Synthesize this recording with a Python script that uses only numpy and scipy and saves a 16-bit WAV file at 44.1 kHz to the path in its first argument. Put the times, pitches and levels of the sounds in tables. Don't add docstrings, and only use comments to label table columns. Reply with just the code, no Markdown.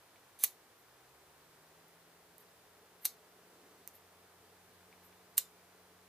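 import sys
import numpy as np
from scipy import signal
from scipy.fft import rfft, irfft
from scipy.io import wavfile
from scipy.ndimage import uniform_filter1d

SR = 44100
rng = np.random.default_rng(int(sys.argv[2]) if len(sys.argv) > 2 else 0)


def wav_out(sig):
    wavfile.write(sys.argv[1], SR, np.round(np.clip(np.atleast_2d(sig).T, -1, 1) * 32767).astype(np.int16))


N = 268480
TIME_S = np.arange(N) / SR
FREQ_HZ = np.linspace(0, SR / 2, 8193)
LEFT_RIGHT = np.array([[1], [-1]])

BLADE_SNAPS = [(0.4381, 1.1, 2, -5, 0.69, 5.35, -6, .049, -45.5, 0),
               (3.0538, -1.5, -1.5, -1, 1.35, 4.1, -4.5, .008, -36.5, 1),
               (5.3798, 0.051, 0.1, -2.5, 1.1, 4.4, -7, .010, -40.5, 2)]


def undb(db):
    return 10 ** (np.asarray(db) / 20)


def unit(x):
    return x / np.sqrt(np.mean(x ** 2))


def colour(points):
    hz, db = np.transpose(points)
    return undb(np.interp(np.log(FREQ_HZ + 1), np.log(hz + 1), db))


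def shape(x, gain):
    cepstrum = irfft(np.log(gain + 1e-9))
    half = len(cepstrum) // 2
    cepstrum[1:half] *= 2
    cepstrum[half + 1:] = 0
    response = irfft(np.exp(rfft(cepstrum)))[:half]
    return signal.oaconvolve(np.atleast_2d(x), response[None], axes=1)[:, :N]


def add(track, at_s, sound):
    i = int(at_s * SR)
    track[..., i:i + sound.shape[-1]] += sound[..., :N - i]


def walk(rate_hz):
    hold = int(SR / rate_hz)
    steps = np.repeat(rng.standard_normal(N // hold + 1), hold)
    return unit(uniform_filter1d(uniform_filter1d(steps, hold), hold)[:N])


def crack(scatter_ms, patchy_db=2.5, size=1024, bands=28):
    fade = np.exp(-TIME_S[:size] * 1000 / scatter_ms)
    band_of_bin = np.linspace(0, bands - 1, size // 2 + 1)
    spot = undb(patchy_db * np.interp(band_of_bin, np.arange(bands), rng.standard_normal(bands)))
    burst = rng.standard_normal(size) * fade
    for _ in range(3):
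        spectrum = rfft(burst)
        burst = irfft(spot * spectrum / np.abs(spectrum)) * np.sqrt(fade)
    return burst / np.linalg.norm(burst)


def grit(spread_db):
    return unit(rng.standard_normal(N) * undb(spread_db * rng.exponential(size=N)))


def air(level_db=-63, drift_db=0.2):
    # (frequency [Hz], relative density [dB])
    noise_colour = [(20, -35), (40, -17.5), (65, -15.5), (110, -9.5), (220, -11.5), (400, -5), (570, -7.5),
                    (800, -6.5), (1630, -10.5), (2560, -16), (4500, -18.5), (7280, -22.5), (13100, -21),
                    (15000, -21.5)]
    # (frequency [Hz], side minus mid [dB])
    side_colour = [(60, -19.5), (110, -16), (200, -12), (380, -12.5), (700, -8.5), (1290, -9), (2380, -4),
                   (4400, -2.5), (8120, 1), (15000, -1)]
    mid, side = rng.standard_normal((2, N))
    bed = shape(mid + LEFT_RIGHT * shape(side, colour(side_colour)), colour(noise_colour))
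    return unit(bed) * undb(level_db + drift_db * walk(rate_hz=3.28))


def hum(hz=96.5, level_db=-82.5, end_s=0.52, release_s=0.25):
    fade = np.clip((end_s - TIME_S) / release_s, 0, 1)
    return np.sqrt(2) * np.sin(2 * np.pi * hz * TIME_S) * undb(level_db) * fade


def motor(on_s=0.6, fade_s=0.4, start_hz=47, top_hz=89.7, spin_up_s=0.72):
    # (time [s], level at turning rate [dB], level at twice the rate [dB])
    low_tones = [(.6, -94, -77), (1.2, -81, -81), (1.55, -86, -76), (2, -89, -77.5), (2.6, -83.5, -82),
                 (3.5, -87, -78), (4.1, -77.5, -78.5), (5, -80, -75.5), (6.09, -80.5, -77.5)]
    # (multiple of turning rate, level at top speed [dB], loss below top speed [dB/Hz])
    whines = [(4.83, -79.5, 0.3), (6.83, -86.5, 0), (7.79, -82, 0.3)]
    # (frequency [Hz], relative level [dB])
    whirr_colour = [(150, -26.5), (250, -3), (310, -17), (360, -4.5), (440, 7.5), (540, -9.5), (900, -23)]
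    waver, flutter_db, whirr_db = 0.009, 1, -75.5
    running_s = np.maximum(TIME_S - on_s, 0)
    deficit_hz = (top_hz - start_hz) * np.exp(-running_s / spin_up_s)
    turning_hz = top_hz - deficit_hz
    phase = 2 * np.pi * np.cumsum(turning_hz * (1 + waver * walk(rate_hz=9.8))) / SR
    times_s, *low_db = np.transpose(low_tones)
    partials = [(k, np.interp(TIME_S, times_s, db)) for k, db in enumerate(low_db, 1)]
    partials += [(k, db - loss * deficit_hz) for k, db, loss in whines]
    tones = sum(np.sqrt(2) * np.sin(k * phase) * undb(db + flutter_db * walk(rate_hz=4.1))
                for k, db in partials)
    whirr = unit(shape(rng.standard_normal(N), colour(whirr_colour)))
    whirr *= undb(whirr_db) * (turning_hz / top_hz) ** 2
    return (tones + whirr) * np.minimum(running_s / fade_s, 1)


def echoes(t60_s, build_s=0.0049, size=16384, smooth_bins=21):
    t = TIME_S[:size]
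    envelope = (1 - np.exp(-(t / build_s) ** 2)) * np.exp(-np.log(1000) * t / t60_s)
    spectrum = rfft(rng.standard_normal(size) * envelope)
    even = irfft(spectrum / np.sqrt(uniform_filter1d(np.abs(spectrum) ** 2, smooth_bins)))
    even *= np.minimum(envelope * undb(40), 1)
    return even / np.linalg.norm(even)


def room(x, tail_t60_s=0.17, tail_db=-12, near_t60_s=0.044, near_db=-10, width=0.58):
    # (frequency [Hz], gain [dB])
    room_colour = [(300, 5), (1000, 2), (2200, -0.5), (4000, 7), (6500, 3.5), (10000, -3.5), (15000, -5.5)]
    response = sum(undb(db) * (echoes(t60_s) + width * LEFT_RIGHT * echoes(t60_s))
                   for t60_s, db in ((tail_t60_s, tail_db), (near_t60_s, near_db)))
    reflected = signal.oaconvolve(x.mean(axis=0)[None], response, axes=1)[:, :N]
    return shape(reflected, colour(room_colour))


def rustle(peak_s=3.66, sigma_s=0.18, level_db=-66):
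    # (frequency [Hz], relative level [dB])
    rustle_colour = [(120, -29.5), (250, -1.5), (330, 0.5), (450, 1.5), (600, -11.5), (1500, -21.5)]
    swell = np.exp(-((TIME_S - peak_s) / sigma_s) ** 2 / 2)
    return unit(shape(rng.standard_normal(N), colour(rustle_colour))) * undb(level_db) * swell


def handle(scatter_ms=2.1):
    # (time [s], level [dB])
    ticks = [(0.1588, -39.5), (.3605, -45), (4.9272, -38), (5.0362, -46), (5.127, -42), (5.595, -45),
             (5.7948, -51)]
    # (frequency [Hz], relative level [dB])
    tick_colour = [(500, -16.5), (1700, -15), (2300, 5), (2900, -10), (3500, -7.5), (4500, -18.5),
                   (12000, -27)]
    force = np.zeros(N)
    for at_s, db in ticks:
        add(force, at_s, undb(db) * crack(scatter_ms))
    return shape(force, unit(colour(tick_colour)))


def pivot():
    # (start [s], length [s], level [dB])
    rubs = [(.76, .08, -74), (1.878, .012, -68), (2.38, 0.06, -65), (3.008, 0.085, -56),
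            (3.927, 0.061, -61.5), (5.02, 0.073, -66)]
    # (frequency [Hz], relative level [dB])
    rub_colour = [(2000, -18), (7000, -27), (11500, -10), (13200, -1), (14500, -15), (16000, -27)]
    pressure = np.zeros(N)
    for start_s, length_s, db in rubs:
        add(pressure, start_s, undb(db) * np.sqrt(np.hanning(int(length_s * SR))))
    return pressure * unit(shape(grit(spread_db=3), colour(rub_colour)))


def tang_slide(pose, rise_db=10, rush_db=7, rush_s=0.0053):
    # (frequency [Hz], gain [dB])
    rasp_colour = [(1500, -5), (2700, -1), (3700, 4.5), (5000, -1), (8000, 0), (12000, 0), (15000, -5.5)]
    push = np.zeros(N)
    for at_s, db, *_, slide_s, slide_db, snap_pose in BLADE_SNAPS:
        if snap_pose == pose:
            to_go_s = at_s - TIME_S[(TIME_S >= at_s - slide_s) & (TIME_S < at_s)]
            swell_db = rush_db * np.exp(-to_go_s / rush_s) - rise_db * to_go_s / slide_s
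            add(push, at_s - slide_s, undb(db + slide_db + swell_db))
    friction = np.array([grit(spread_db=-2), rng.standard_normal(N)])
    return push * shape(friction, colour(rasp_colour))


def contacts(rebounds=3, gap_ratio=0.5, loss_db=5.5, knock_db_per_db=1.28):
    # (time [s], level [dB], knock [dB], left minus right [dB], scatter [ms], pose)
    clicks = [(2.3817, -34.5, -60, -2, 0.43, 2), (3.8758, -20, -21.5, -3, 0.075, 1)]
    # (lag [ms], level re strike [dB])
    slip, graze, strike, seat = (-7.2, -26), (-1.8, -10.5), (0, 0), (1.3, -9)
    rows = []
    for at_s, db, knock_db, pan_db, scatter_ms, rebound_ms, rebound_db, _, _, pose in BLADE_SNAPS:
        lags_ms = np.cumsum(rebound_ms * gap_ratio ** np.arange(rebounds))
        bounces = [(lag_ms, rebound_db - k * loss_db) for k, lag_ms in enumerate(lags_ms)]
        for lag_ms, force_db in [slip, graze, strike, seat] + bounces:
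            handle_db = knock_db + knock_db_per_db * force_db
            rows.append((at_s + lag_ms / 1000, db + force_db, handle_db, pan_db, scatter_ms, pose))
    return rows + clicks


def knife(pose, width=0.39, slide_pan_db=-2, shudder_ms=2.5, grind_db=3, spread_exponent=0.61):
    # (frequency [Hz], bandwidth [Hz], lift in pose 0, 1, 2 [dB])
    modes = [ (662, 230, -9.5, 4, -10), (1126, 73, 8, 8.5, 9.5), (1990, 205, 8, 9, 7),
             (2330, 160, 12, -6, 1), (2900, 300, -17, 4, 11.5), (3630, 130, 10, 7, 9),
             (4070, 114, -1, 14.5, 17), (4360, 150, 0, 8, -2), (5210, 390, -8, -2, 7),
             (6100, 61, 9, 12.5, -1), (6260, 54, 15, 8, 5), (7520, 257, 1, 2, 9.5), (8470, 240, 0, 0, 11.5),
             (9400, 380, 3.5, -1, 9), (10130, 80, 14, -4, 2), (10460, 200, 2, 1, 7),
             (10770, 300, 1, -8, 10), (12200, 220, 4, 1, 3), (13300, 140, 11, 10, 18),
             (13600, 400, 5.5, 5, 7), (13900, 160, 9, -8, 10), (14700, 300, -2, 6, 3)]
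    # (frequency [Hz], gain [dB])
    steel_colour = [(100, -61), (600, -37.5), (1500, -17.5), (3000, -28.5), (5000, -18.5), (7000, -8.5),
                    (9000, -3.5), (12000, 2), (15000, -1)]
    # (frequency [Hz], gain [dB])
    liner_colour = [(100, -40), (350, -27.5), (650, -15.5), (1100, -15.5), (2000, -15.5), (3200, -14),
                    (4500, -11), (6500, -8.5), (9000, -14.5), (15000, -25)]
    blows, shudder = np.zeros((2, N)), np.zeros(N)
    for at_s, db, knock_db, pan_db, scatter_ms, contact_pose in contacts():
        if contact_pose == pose:
            blow = crack(scatter_ms) + width * LEFT_RIGHT * crack(scatter_ms)
            add(blows, at_s, blow * undb(db + LEFT_RIGHT * pan_db / 2))
            add(shudder, at_s, crack(shudder_ms) * undb(knock_db))
    slips, grind = tang_slide(pose)
    steel = shape(blows + slips * undb(LEFT_RIGHT * slide_pan_db / 2), colour(steel_colour))
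    liners = shape(shudder + grind * undb(grind_db), colour(liner_colour))
    struck = steel + liners
    mode_power = sum(undb(lift_db[pose]) ** 2 / (1 + (2 * (FREQ_HZ - hz) / width_hz) ** 2)
                     for hz, width_hz, *lift_db in modes)
    resonance = np.sqrt(1 + mode_power)
    return np.array([shape(struck, resonance), shape(struck, resonance ** spread_exponent)])


def scene():
    direct, spread = sum(knife(pose) for pose in range(3))
    handling = pivot() + handle()
    left, right = motor() + hum() + rustle() + air()
    background = np.array([np.roll(left, 2), right])
    return direct + handling + room(spread + handling) + background


def record(dry):
    cutoff_hz = 15250
    return signal.sosfilt(signal.ellip(10, 0.2, 70, cutoff_hz, fs=SR, output="sos"), dry)


dry = scene()
out = record(dry)
wav_out(out)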